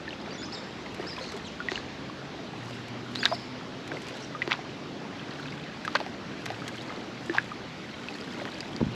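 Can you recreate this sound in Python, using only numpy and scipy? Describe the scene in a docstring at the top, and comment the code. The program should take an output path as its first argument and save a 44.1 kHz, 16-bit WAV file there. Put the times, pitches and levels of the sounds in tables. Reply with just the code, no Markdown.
"""A paddle plops through the surface of a calm lake about every 1.4 s, heard from the deck of a gliding kayak.
Each trapped bubble is a fading sine that rises in pitch; splashes and wavelets are swarms of such bubbles.
Drips are tiny bubbles and puffs of noise, and near the end something bumps the hull, a set of fading tones.
A parrot screeches in gliding whistles with an echo from the trees, and a far engine climbs through its gears.
Behind it all lie a wash of shaped noise and a deep rumble."""
import sys
import numpy as np
from scipy import signal
from scipy.fft import rfft, irfft, next_fast_len
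from scipy.io import wavfile
from scipy.ndimage import uniform_filter1d

SR = 44100
rng = np.random.default_rng(int(sys.argv[2]) if len(sys.argv) > 2 else 0)


def log_audio(samples):
    """Write samples as a 16-bit WAV file to the path given in sys.argv[1]."""
    # one column per channel
    frames = np.atleast_2d(samples).T
    # limit to full scale, then quantise
    limited = np.clip(frames, -1, 1)
    pcm = np.round(limited * 32767).astype(np.int16)
    wavfile.write(sys.argv[1], SR, pcm)


N = 394684  # length in samples
TIME = np.arange(N) / SR  # seconds


def gain_of(db):
    """Turns decibels into amplitude."""
    return 10 ** (np.asarray(db) / 20)


def evened(x):
    """Scales a sound to rms 1."""
    return x / np.sqrt(np.mean(x ** 2) + 1e-20)


def read(points, hz):
    """Reads a table of values by frequency, joining its points on a log-frequency axis."""
    f, value = np.transpose(points)
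    return np.interp(np.log(hz + 1), np.log(f + 1), value)


def add(mix, s, sound):
    """Mixes a sound in at time s, in seconds."""
    part = mix[max(round(s * SR), 0):][:len(sound)]
    part += sound[:len(part)]


def wander(size, hz):
    """A random drift around zero, mostly slower than hz, with an rms of 1 before it is cut to size."""
    span = next_fast_len(size + SR // 2)
    f = np.fft.rfftfreq(span, 1 / SR)
    spectrum = rfft(rng.standard_normal(span)) / (1 + (f / hz) ** 4)
    return evened(irfft(spectrum))[:size]


def snap(colour, size=1024):
    """The click of water meeting water: it starts at once, has the given colour and peaks at 1."""
    log_gain = np.log(gain_of(read(colour, abs(np.fft.fftfreq(size, 1 / SR)))))
    # minimum phase puts the energy as early as this colour allows
    click = np.fft.ifft(np.exp(np.conj(signal.hilbert(log_gain)))).real
    return click / abs(click).max()


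def bubble(hz, decay_ms, rise, size=4000):
    """A trapped air pocket rings and goes up in pitch (octaves per decay time) as it nears the surface."""
    t = np.arange(size) / SR
    age = t * 1000 / max(decay_ms, .1)  # in decay times
    pitch_hz = hz * 2 ** (rise * np.minimum(age, 3))
    turns = np.cumsum(pitch_hz) / SR
    onset = 1 - np.exp(-(turns / .5) ** 2)
    flow = np.sin(2 * np.pi * turns) * np.exp(-age) * onset
    return np.gradient(flow) * SR / (2 * np.pi * hz)  # pressure follows the change of flow


def grains(per_s, low_hz, high_hz, cycles, spread_db, count=28):
    """A steady random stream of small bubbles of many sizes, rms 1; each fades over a number of cycles."""
    at, pick, chance, size = rng.random((4, 20000))
    size = gain_of(spread_db * np.minimum(-np.log(1 - size), 3.5))  # many weak, few strong
    kept = chance < per_s * TIME[-1] / len(at)
    kind = np.floor(pick * count)
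    out = np.zeros(N)
    for k, hz in enumerate(np.geomspace(low_hz, high_hz, count)):
        ring = bubble(hz, 1000 * cycles / hz, .04, size=1500)
        for i in np.flatnonzero((kind == k) & kept):
            add(out, at[i] * TIME[-1], size[i] * ring)
    return evened(out)


def swells(rows):
    """Amplitude of overlapping bell-shaped swells; their powers add (s, half length s, dB)."""
    t = TIME[::32]
    power = sum(gain_of(db) ** 2 * np.exp(-((t - s) / half) ** 2) for s, half, db in rows)
    return np.interp(TIME, t, np.sqrt(power))


# Bubbles trapped by the paddle and by the largest drips.
# Each row: start in seconds, approximate peak in dB, starting pitch in Hz, decay time in ms,
# snap of the surface as a share of that peak.
PLOPS = [(.079, -27, 1740, 4.5, .3), (.275, -28, 660, 3.6, .2), (.862, -30.5, 2050, 3.5, 0.49),
         (0.997, -23.5, 350, 8.5, .2), (1.034, -34, 400, 5.4, .6), (1.18, -31.5, 990, 9.9, .1),
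         (1.21, -29, 510, 9.5, .1), (1.338, -30, 394, 12, .2), (1.603, -23, 1410, 7, .15),
         (1.6857, -16, 1900, 2.8, 0.22), (1.718, -22.5, 358, 8.9, 2), (1.757, -18.5, 2770, 1.9, .2),
         (1.777, -24.5, 1660, 3.5, 0.36), (2.098, -28.5, 1100, 3, .1), (3.153, -23, 4200, .8, .55),
         (3.1575, -10.5, 3700, 0.61, 0.34), (3.2313, -13.5, 1610, 2, .2), (3.237, -18.5, 2580, 1.4, 0.61),
         (3.251, -22, 1280, 5.6, .1), (3.2551, 1, 3650, .71, .17), (3.2594, -11, 1600, 2.2, 0.83),
         (3.315, -20, 637, 6.1, .1), (3.3235, -10.5, 960, 1.1, 0.13), (3.3262, -19, 684, 6.9, .1),
         (3.9175, -22, 1550, 2.3, .3), (3.97, -28, 2050, 3.3, .5), (4.349, -28.5, 1213, 10, .1),
         (4.419, -15.5, 1970, 4.2, .12), (4.4244, -19.5, 2330, 1.8, .5), (4.4765, -19.5, 347, 7.1, 1.14),
         (4.5114, -19, 1950, 2.5, .27), (4.5188, -4.5, 1970, 0.7, 0.092), (4.5188, -4.5, 1290, 0.93, .1),
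         (4.5283, -12, 2300, 0.86, 0.27), (4.5294, -12, 3320, 1, .2), (4.591, -26.5, 720, 4.8, .1),
         (5.195, -30.5, 3150, 3.3, .1), (5.525, -30.5, 2150, 4, .1), (5.85, -24.5, 1620, 4.7, .3),
         (5.8783, -20, 1250, 4.3, 1.3), (5.9524, -7, 1040, 1.3, 0.42), (5.9524, -18.5, 570, 5.7, .2),
         (5.9533, -16, 4360, 1.7, 0.26), (5.9568, -11.5, 1490, 2.2, 0.88), (6.003, -19.5, 860, 2.5, 0.96),
         (6.012, -20.5, 603, 3.3, .4), (6.064, -27, 760, 5.1, 1.4), (6.4635, -22.5, 807, 1.1, 1.5),
         (6.5033, -23.5, 740, 4.5, 1.4), (6.62, -30, 1270, 5, 0.54), (6.903, -30, 1230, 5.6, .1),
         (7.296, -17.5, 328, 11.3, .1), (7.297, -20.5, 1700, 4.1, 0.34), (7.3505, -23.5, 813, 6.5, 1.2),
         (7.3837, -5.5, 1640, 2.7, .05), (7.384, -18.5, 2630, 1.5, 0.046), (7.517, -26.5, 1210, 6.2, .05),
         (8.0855, -22, 2500, 1.9, 0.48), (8.417, -24.5, 574, 5.9, .2), (8.454, -28, 1400, 1.4, 1.9),
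         (8.606, -22.5, 4760, 1.7, 0.48), (8.764, -19.5, 4450, .6, 0.28)]
# Colour of a drop's snap. Each row: frequency in Hz, level in dB (only the shape counts).
SNAP = [(100, -43), (500, 8), (1500, 16.5), (4500, 7.5), (6500, -6), (8500, -54), (11000, -11),
        (15000, -65)]
PLOP_RISE = 0.022  # octaves per decay time, as a bubble nears the surface


def paddle(scatter_db=-13, scatter_s=0.0092):
    """Each cavity closes with a snap and rings; deck and blade scatter the sound."""
    out, click = np.zeros(N), snap(SNAP)
    for s, db, hz, decay_ms, share in PLOPS:
        add(out, s, gain_of(db) * bubble(hz, decay_ms, PLOP_RISE))
        add(out, s, gain_of(db) * share * click)
    t = TIME[:2048]
    scatter = rng.standard_normal(len(t)) * np.exp(-t / scatter_s) * (t > .001)
    scatter /= np.linalg.norm(scatter)
    return out + gain_of(scatter_db) * signal.oaconvolve(out, scatter)[:N]


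# Paddle strokes. The last splash is faint: the hull is bumped instead.
# Each row: splash time in seconds, its half length in seconds, its rms in dB, rms of its spray in dB;
# then the trickle before it: lead in seconds, half length in seconds, rms of plinks in dB,
# rms of fine spray in dB.
STROKES = [(.3, .03, -65, -70, 0.14, 0.19, -47, -70), (1.753, 0.036, -45, -63, 0.58, 0.21, -48, -55.5),
           (3.261, 0.016, -33.5, -49.5, 0.57, 0.082, -49, -53),
           (4.52, 0.014, -29.5, -66, .45, .14, -51, -53.5),
           (5.961, 0.0066, -29.5, -56, .53, 0.22, -47.5, -59),
           (7.362, 0.026, -35.5, -52, 0.67, 0.26, -48, -55), (8.818, .02, -52, -68, 0.47, 0.42, -48, -54.5)]
# a splash is a short burst inside a longer, weaker churn (half length, level relative to the burst)
CHURN_S, CHURN_DB = 0.046, -16.5
SLOSH_FIZZ_DB = -7.5  # small bubbles of a slosh, relative to its low gurgle


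def splashes():
    """Swarms of small bubbles in the water churned by each stroke and each slosh."""
    bursts = [(s, half, db) for s, half, db, *_ in STROKES]
    churn = [(s, CHURN_S, db + CHURN_DB) for s, half, db, *_ in STROKES]
    fizz = [(s, half, db + SLOSH_FIZZ_DB) for s, half, db in SLOSHES]
    swarm = grains(per_s=2200, low_hz=830, high_hz=4260, cycles=0.84, spread_db=5.5)
    return swells(bursts + churn + fizz) * swarm


# Single drops that slap the surface. Each row: start in seconds, peak in dB.
DROPS = [(0.944, -37), (1.319, -33), (1.365, -32), (1.374, -38), (2.8815, -35), (3.153, -34), (3.345, -35),
         (3.876, -32.5), (4.018, -35), (4.084, -32), (4.1685, -35), (5.8496, -32), (6.457, -25.5),
         (6.6792, -25), (6.8205, -38), (7.259, -35.5), (8.16, -38), (8.6046, -35)]
# Colour of fine spray. Each row: frequency in Hz, level in dB (only the shape counts).
SPRAY = [(300, -42), (2000, 13), (4500, 4.5), (7500, 0.5), (10500, -8.5), (13000, -17.5), (15000, -30)]
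SETTLE_LAG_S, SETTLE_S, SETTLE_DB = 0.063, 0.15, -54.5  # thrown water falls back: delay, half length, rms
SPRAY_S = 0.11  # half length of the spray thrown up by a splash


def drips(patter_s=0.0066, ticks_per_s=700, spread_db=3.3):
    """Drops run off the blade before a stroke and fall back after it: plinks, crackling spray, sharp slaps."""
    click, plinking, spraying = snap(SPRAY), [], []
    for s, _, _, thrown_db, lead, half, plink_db, spray_db in STROKES:
        plinking += [(s - lead, half, plink_db), (s + SETTLE_LAG_S, SETTLE_S, SETTLE_DB)]
        spraying += [(s - lead, half, spray_db), (s, SPRAY_S, thrown_db)]
    plinks = grains(per_s=90, low_hz=1400, high_hz=4800, cycles=6.5, spread_db=2.6)
    landed = rng.random(N) < ticks_per_s / SR
    sign = rng.choice([-1, 1], N)
    strength = gain_of(spread_db * np.minimum(rng.exponential(1, N), 3.5))
    # each drop breaks into a brief puff of droplets
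    puff_level = signal.oaconvolve(landed * sign * strength, signal.windows.hann(80))[:N]
    puffs = puff_level * rng.standard_normal(N)
    spray = evened(signal.oaconvolve(puffs, click)[:N])
    out = swells(plinking) * plinks + swells(spraying) * spray
    for s, db in DROPS:
        patter = rng.standard_normal(512) * np.exp(-TIME[:512] / patter_s)
        slap = np.convolve(patter, click)
        add(out, s, gain_of(db) * slap / abs(slap).max())
    return out


# Wavelets that slosh against the hull.
# Each row: time of the height in seconds, half length in seconds, rms of the low gurgle in dB.
SLOSHES = [(.3, 0.068, -46), (0.863, 0.012, -43), (1.026, 0.039, -41.5), (1.197, 0.054, -50.5),
           (1.34, 0.041, -44.5), (1.723, 0.028, -46), (3.94, 0.024, -38.5), (4.133, 0.065, -46.5),
           (6.515, .02, -42), (6.93, .06, -45.5), (8.389, 0.075, -47)]


def gurgles(blip_db=-6):
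    """Large, low bubbles where the wake slaps the hull, and a few smaller ones that ring clear."""
    low = grains(per_s=180, low_hz=298, high_hz=806, cycles=2.8, spread_db=1.5)
    blips = grains(per_s=60, low_hz=600, high_hz=2200, cycles=6, spread_db=2)
    return swells(SLOSHES) * (low + gain_of(blip_db) * blips)


def ripples(lap_db=-55):
    """Wavelets lap quietly along the bow: a thin, steady stream of ringing bubbles."""
    return gain_of(lap_db) * grains(per_s=45, low_hz=450, high_hz=2600, cycles=6, spread_db=3)


# Blows on the hull. Each row: start in seconds, strength in dB, contact time in ms.
BUMPS = [(8.806, -28, 0.75), (8.8123, -23.5, 0.78), (8.8141, -18, 1.3), (8.8267, -15, 2.6),
         (8.865, -15, 5.6), (8.88, -20, 5.1), (8.925, -30.5, 5.6)]
# Ringing tones of the plastic hull.
# Each row: pitch in Hz, level in dB, time to fade by 60 dB in seconds.
HULL = [(122.7, -15, 0.48), (168, -9, 0.22), (231, 3.5, 0.046), (300, -7.5, 0.028), (405, -13, 0.018),
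        (860, -5, 0.022)]


def hull():
    """A short stumble of blows on the hollow hull; longer contact sounds duller."""
    t, out = TIME[:SR // 3], np.zeros(N)
    ring = sum(gain_of(db - 60 * t / t60) * np.cos(2 * np.pi * hz * t) for hz, db, t60 in HULL)
    for s, db, contact_ms in BUMPS:
        push = np.sin(np.pi * np.minimum(t[:512] * 1000 / contact_ms, 1)) ** 2
        add(out, s, gain_of(db) * signal.oaconvolve(ring, push / push.sum()))
    return out


# Parrot notes. Each row: start in seconds, length in seconds, start pitch in Hz, end pitch in Hz,
# height of the arch in Hz, level in dB (rms of the plain whistle), harshness from 0 to 1.
PARROT = [(0.305, .027, 4450, 4400, 300, -47, 0), (0.326, 0.045, 5100, 4700, 1098, -53, 0.2),
          (0.379, .042, 3440, 3460, 0, -45.5, 0), (0.426, 0.025, 4420, 4370, 800, -41.5, 0.1),
          (0.451, 0.017, 5350, 6700, 0, -49, 0.4), (0.521, .037, 3880, 3750, 1520, -39.5, 0.26),
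          (0.55, 0.043, 3780, 3620, 2, -46, 0.02), (1.065, .044, 4290, 4730, 850, -42, 0.2),
          (1.108, 0.029, 4700, 4830, 100, -42.5, 0.1), (1.205, 0.069, 4150, 4160, 100, -45, 0.58),
          (1.276, .031, 4670, 3920, 0, -46, 0.67), (1.448, 0.041, 4300, 2500, 100, -46, 0.1),
          (1.693, .1, 3390, 4200, 600, -46, 0.83), (3.163, .025, 3950, 4250, 0, -43, .15),
          (3.188, 0.022, 4310, 4060, 850, -38.5, 0.1), (3.206, 0.019, 3370, 3600, 0, -40.5, .1),
          (3.225, .018, 4300, 4150, 350, -34.5, 0.13), (3.285, .042, 5110, 4720, -4, -43, 0),
          (3.329, 0.028, 4700, 3580, 1097, -39, 0.06), (4.14, .08, 3640, 4220, 2, -54, 0.77),
          (4.218, 0.036, 5180, 5500, 500, -51, 0.7)]
NOTE_EDGE_S = 0.0028  # rise and fall of a note
ARCH_SHAPE = .7  # below 1 the arch of a note is rounder, with steeper flanks


def parrot(overtone_db=-6, air_db_per_octave=-30, shake=0.099):
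    """Each note is a whistle that glides through an arch or breaks into a screech; distance dulls its overtone."""
    out = np.zeros(N)
    for s, length, start_hz, end_hz, arch_hz, db, harsh in PARROT:
        t = np.arange(0, length, 1 / SR)
        u = t / length
        arch = abs(np.sin(np.pi * u)) ** ARCH_SHAPE
        hz = start_hz + (end_hz - start_hz) * u + arch_hz * arch
        quiver = .012 * wander(len(hz), 150)
        roughness = shake * harsh * wander(len(hz), 990)
        phase = 2 * np.pi * np.cumsum(hz * (1 + quiver + roughness)) / SR
        overtone = gain_of(overtone_db + air_db_per_octave * np.log2(np.maximum(hz / 3400, 1)))
        voice = np.sin(phase) + overtone * np.sin(2 * phase)
        # harsh notes double their period
        voice += harsh * 0.49 * (np.sin(phase / 2) + np.sin(phase + phase / 2))
        voice *= 1 + .6 * harsh * wander(len(hz), 200)
        edges = np.minimum(np.minimum(t, length - t) / NOTE_EDGE_S, 1)
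        add(out, s, np.sqrt(2) * gain_of(db) * voice * edges)
    # air and leaves swallow the highest treble
    return signal.sosfilt(signal.butter(6, 7600, fs=SR, output="sos"), out)


# Echo from the wooded banks. Each row: frequency in Hz, time to fade by 60 dB in seconds.
BANKS = [(200, 0.93), (1500, 0.27), (4500, 0.9), (10000, 1)]


def banks(x):
    """A diffuse tail of noise from the trees, each band dying at its own speed."""
    hz, t, z = signal.stft(rng.standard_normal(SR), SR, nperseg=256)
    fade = gain_of(-60 * t / read(BANKS, hz)[:, None])
    tail = signal.istft(z * fade, SR, nperseg=256)[1]
    return signal.oaconvolve(x, tail / np.linalg.norm(tail))[:N]


# Gears of the far engine.
# Each row: start in seconds, length in seconds, firing rate at the start in Hz (before a small jitter).
GEARS = [(1.75, .6, 132.6), (2.479, 4, 116.5), (6.421, 1.28, 113.2)]
# How well the engine carries over the water, before it wavers.
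# Each row: time in seconds, rms of the firing tone in dB, rms of its octave in dB.
ENGINE_DB = [(1.75, -55, -60), (2.6, -45, -55), (3.2, -47, -43.5), (3.9, -54, -52.5), (4.6, -51, -72),
             (5.1, -58, -49), (5.5, -45.5, -56), (6.1, -64, -66), (6.55, -48, -67), (6.95, -52.5, -47),
             (7.7, -52.5, -74)]
CLIMB_HZ_PER_S = 9.6


def engine(jitter=0.0063, shift_s=0.073, waver_db=1.5):
    """Revs climb steadily in each gear; only two firing harmonics carry over the water, wavering on the way."""
    out = np.zeros(N)
    at, tone_db, octave_db = np.transpose(ENGINE_DB)
    for s, length, start_hz in GEARS:
        t = np.arange(0, length, 1 / SR)
        firing_hz = (start_hz + CLIMB_HZ_PER_S * t) * (1 + jitter * wander(len(t), 17.6))
        phase = 2 * np.pi * np.cumsum(firing_hz) / SR
        tone = gain_of(np.interp(s + t, at, tone_db)) * np.sin(phase)
        octave = gain_of(np.interp(s + t, at, octave_db)) * np.sin(2 * phase)
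        throttle = np.minimum(np.minimum(t, length - t) / shift_s, 1)
        waver = gain_of(waver_db * wander(len(t), 6.4))
        add(out, s, np.sqrt(2) * waver * (tone + octave) * throttle)
    return out


# Colour of the far wash of road and woods.
# Each row: frequency in Hz, density in dB per Hz (only the shape counts).
WASH = [(20, -35), (45, -23), (80, -25), (130, -6), (180, -3.5), (270, -2), (350, -5), (500, -10),
        (1400, -15), (4000, -20), (5800, -28), (7500, -37.5), (9000, -47.5), (11000, -47.5), (14500, -68)]
# Level of the low part of the wash. Each row: time in seconds, level in dB before a fixed lift.
WASH_DB = [(0, -44), (1.6, -45), (2.2, -44), (3.6, -44), (5, -43.5), (7.1, -43.5), (7.9, -45.5), (8.3, -43)]


def wash(patchy_db=1.34, low_lift_db=1.5, hiss_db=-50):
    """Noise shaped into a distant rumble that drifts in level under a steady leafy hiss."""
    frames, hz = N // 256 + 5, np.fft.rfftfreq(1024, 1 / SR)
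    a, b, patches = rng.standard_normal((3, frames, 513))
    # smoothed over time and pitch, so that soft patches of the noise stand out
    patches = uniform_filter1d(patches, size=10, axis=0)
    patches = evened(uniform_filter1d(patches, size=10, axis=1))
    z = (a + 1j * b) * gain_of(read(WASH, hz) + patchy_db * patches)

    def band(weight):
        """The part of the wash that a weighting by frequency lets through."""
        return signal.istft((z * weight).T, nperseg=1024, noverlap=768)[1][:N]

    low_share = 1 / (1 + (hz / 700) ** 2)
    # each part is scaled by the strength of one band of the wash
    low = band(low_share) / band((hz > 150) & (hz < 450)).std()
    high = band(1 - low_share) / band((hz > 2000) & (hz < 4000)).std()
    low_db = np.interp(TIME, *np.transpose(WASH_DB)) + low_lift_db
    return low * gain_of(low_db) + high * gain_of(hiss_db)


# Deep outdoor rumble. 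Each row: time in seconds, rms in dB.
RUMBLE = [(0, -56), (1.8, -55.5), (2.6, -61), (5, -62.5), (8.95, -62)]


def rumble():
    """A soft, deep outdoor rumble: a low band of noise that drifts slowly in level."""
    low_band = signal.butter(2, [55, 105], "band", fs=SR, output="sos")
    noise = signal.sosfilt(low_band, rng.standard_normal(N))
    return gain_of(np.interp(TIME, *np.transpose(RUMBLE))) * evened(noise)


def scene(water_echo_db=-22, bird_echo_db=-6):
    """Sums all sources: near water almost dry, the bird with the echo of the trees."""
    water = paddle() + splashes() + drips() + gurgles() + ripples() + hull()
    bird = parrot()
    echo = banks(gain_of(water_echo_db) * water + gain_of(bird_echo_db) * bird)
    return (water + bird + echo + engine() + wash() + rumble())[None]


def record(dry, notch_hz=9050, notch_q=9, low_cut_hz=35, edge_hz=15000):
    """The microphone rolls off the deep bass and its port cuts a treble notch; then the band limit."""
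    coloured = signal.lfilter(*signal.iirnotch(notch_hz, notch_q, SR), dry)
    coloured = signal.lfilter(*signal.butter(2, low_cut_hz, "high", fs=SR), coloured)
    band_limit = signal.firwin(255, edge_hz, window=("kaiser", 9), fs=SR)
    return signal.oaconvolve(coloured, band_limit[None], "same")


dry = scene()
out = record(dry)
log_audio(out)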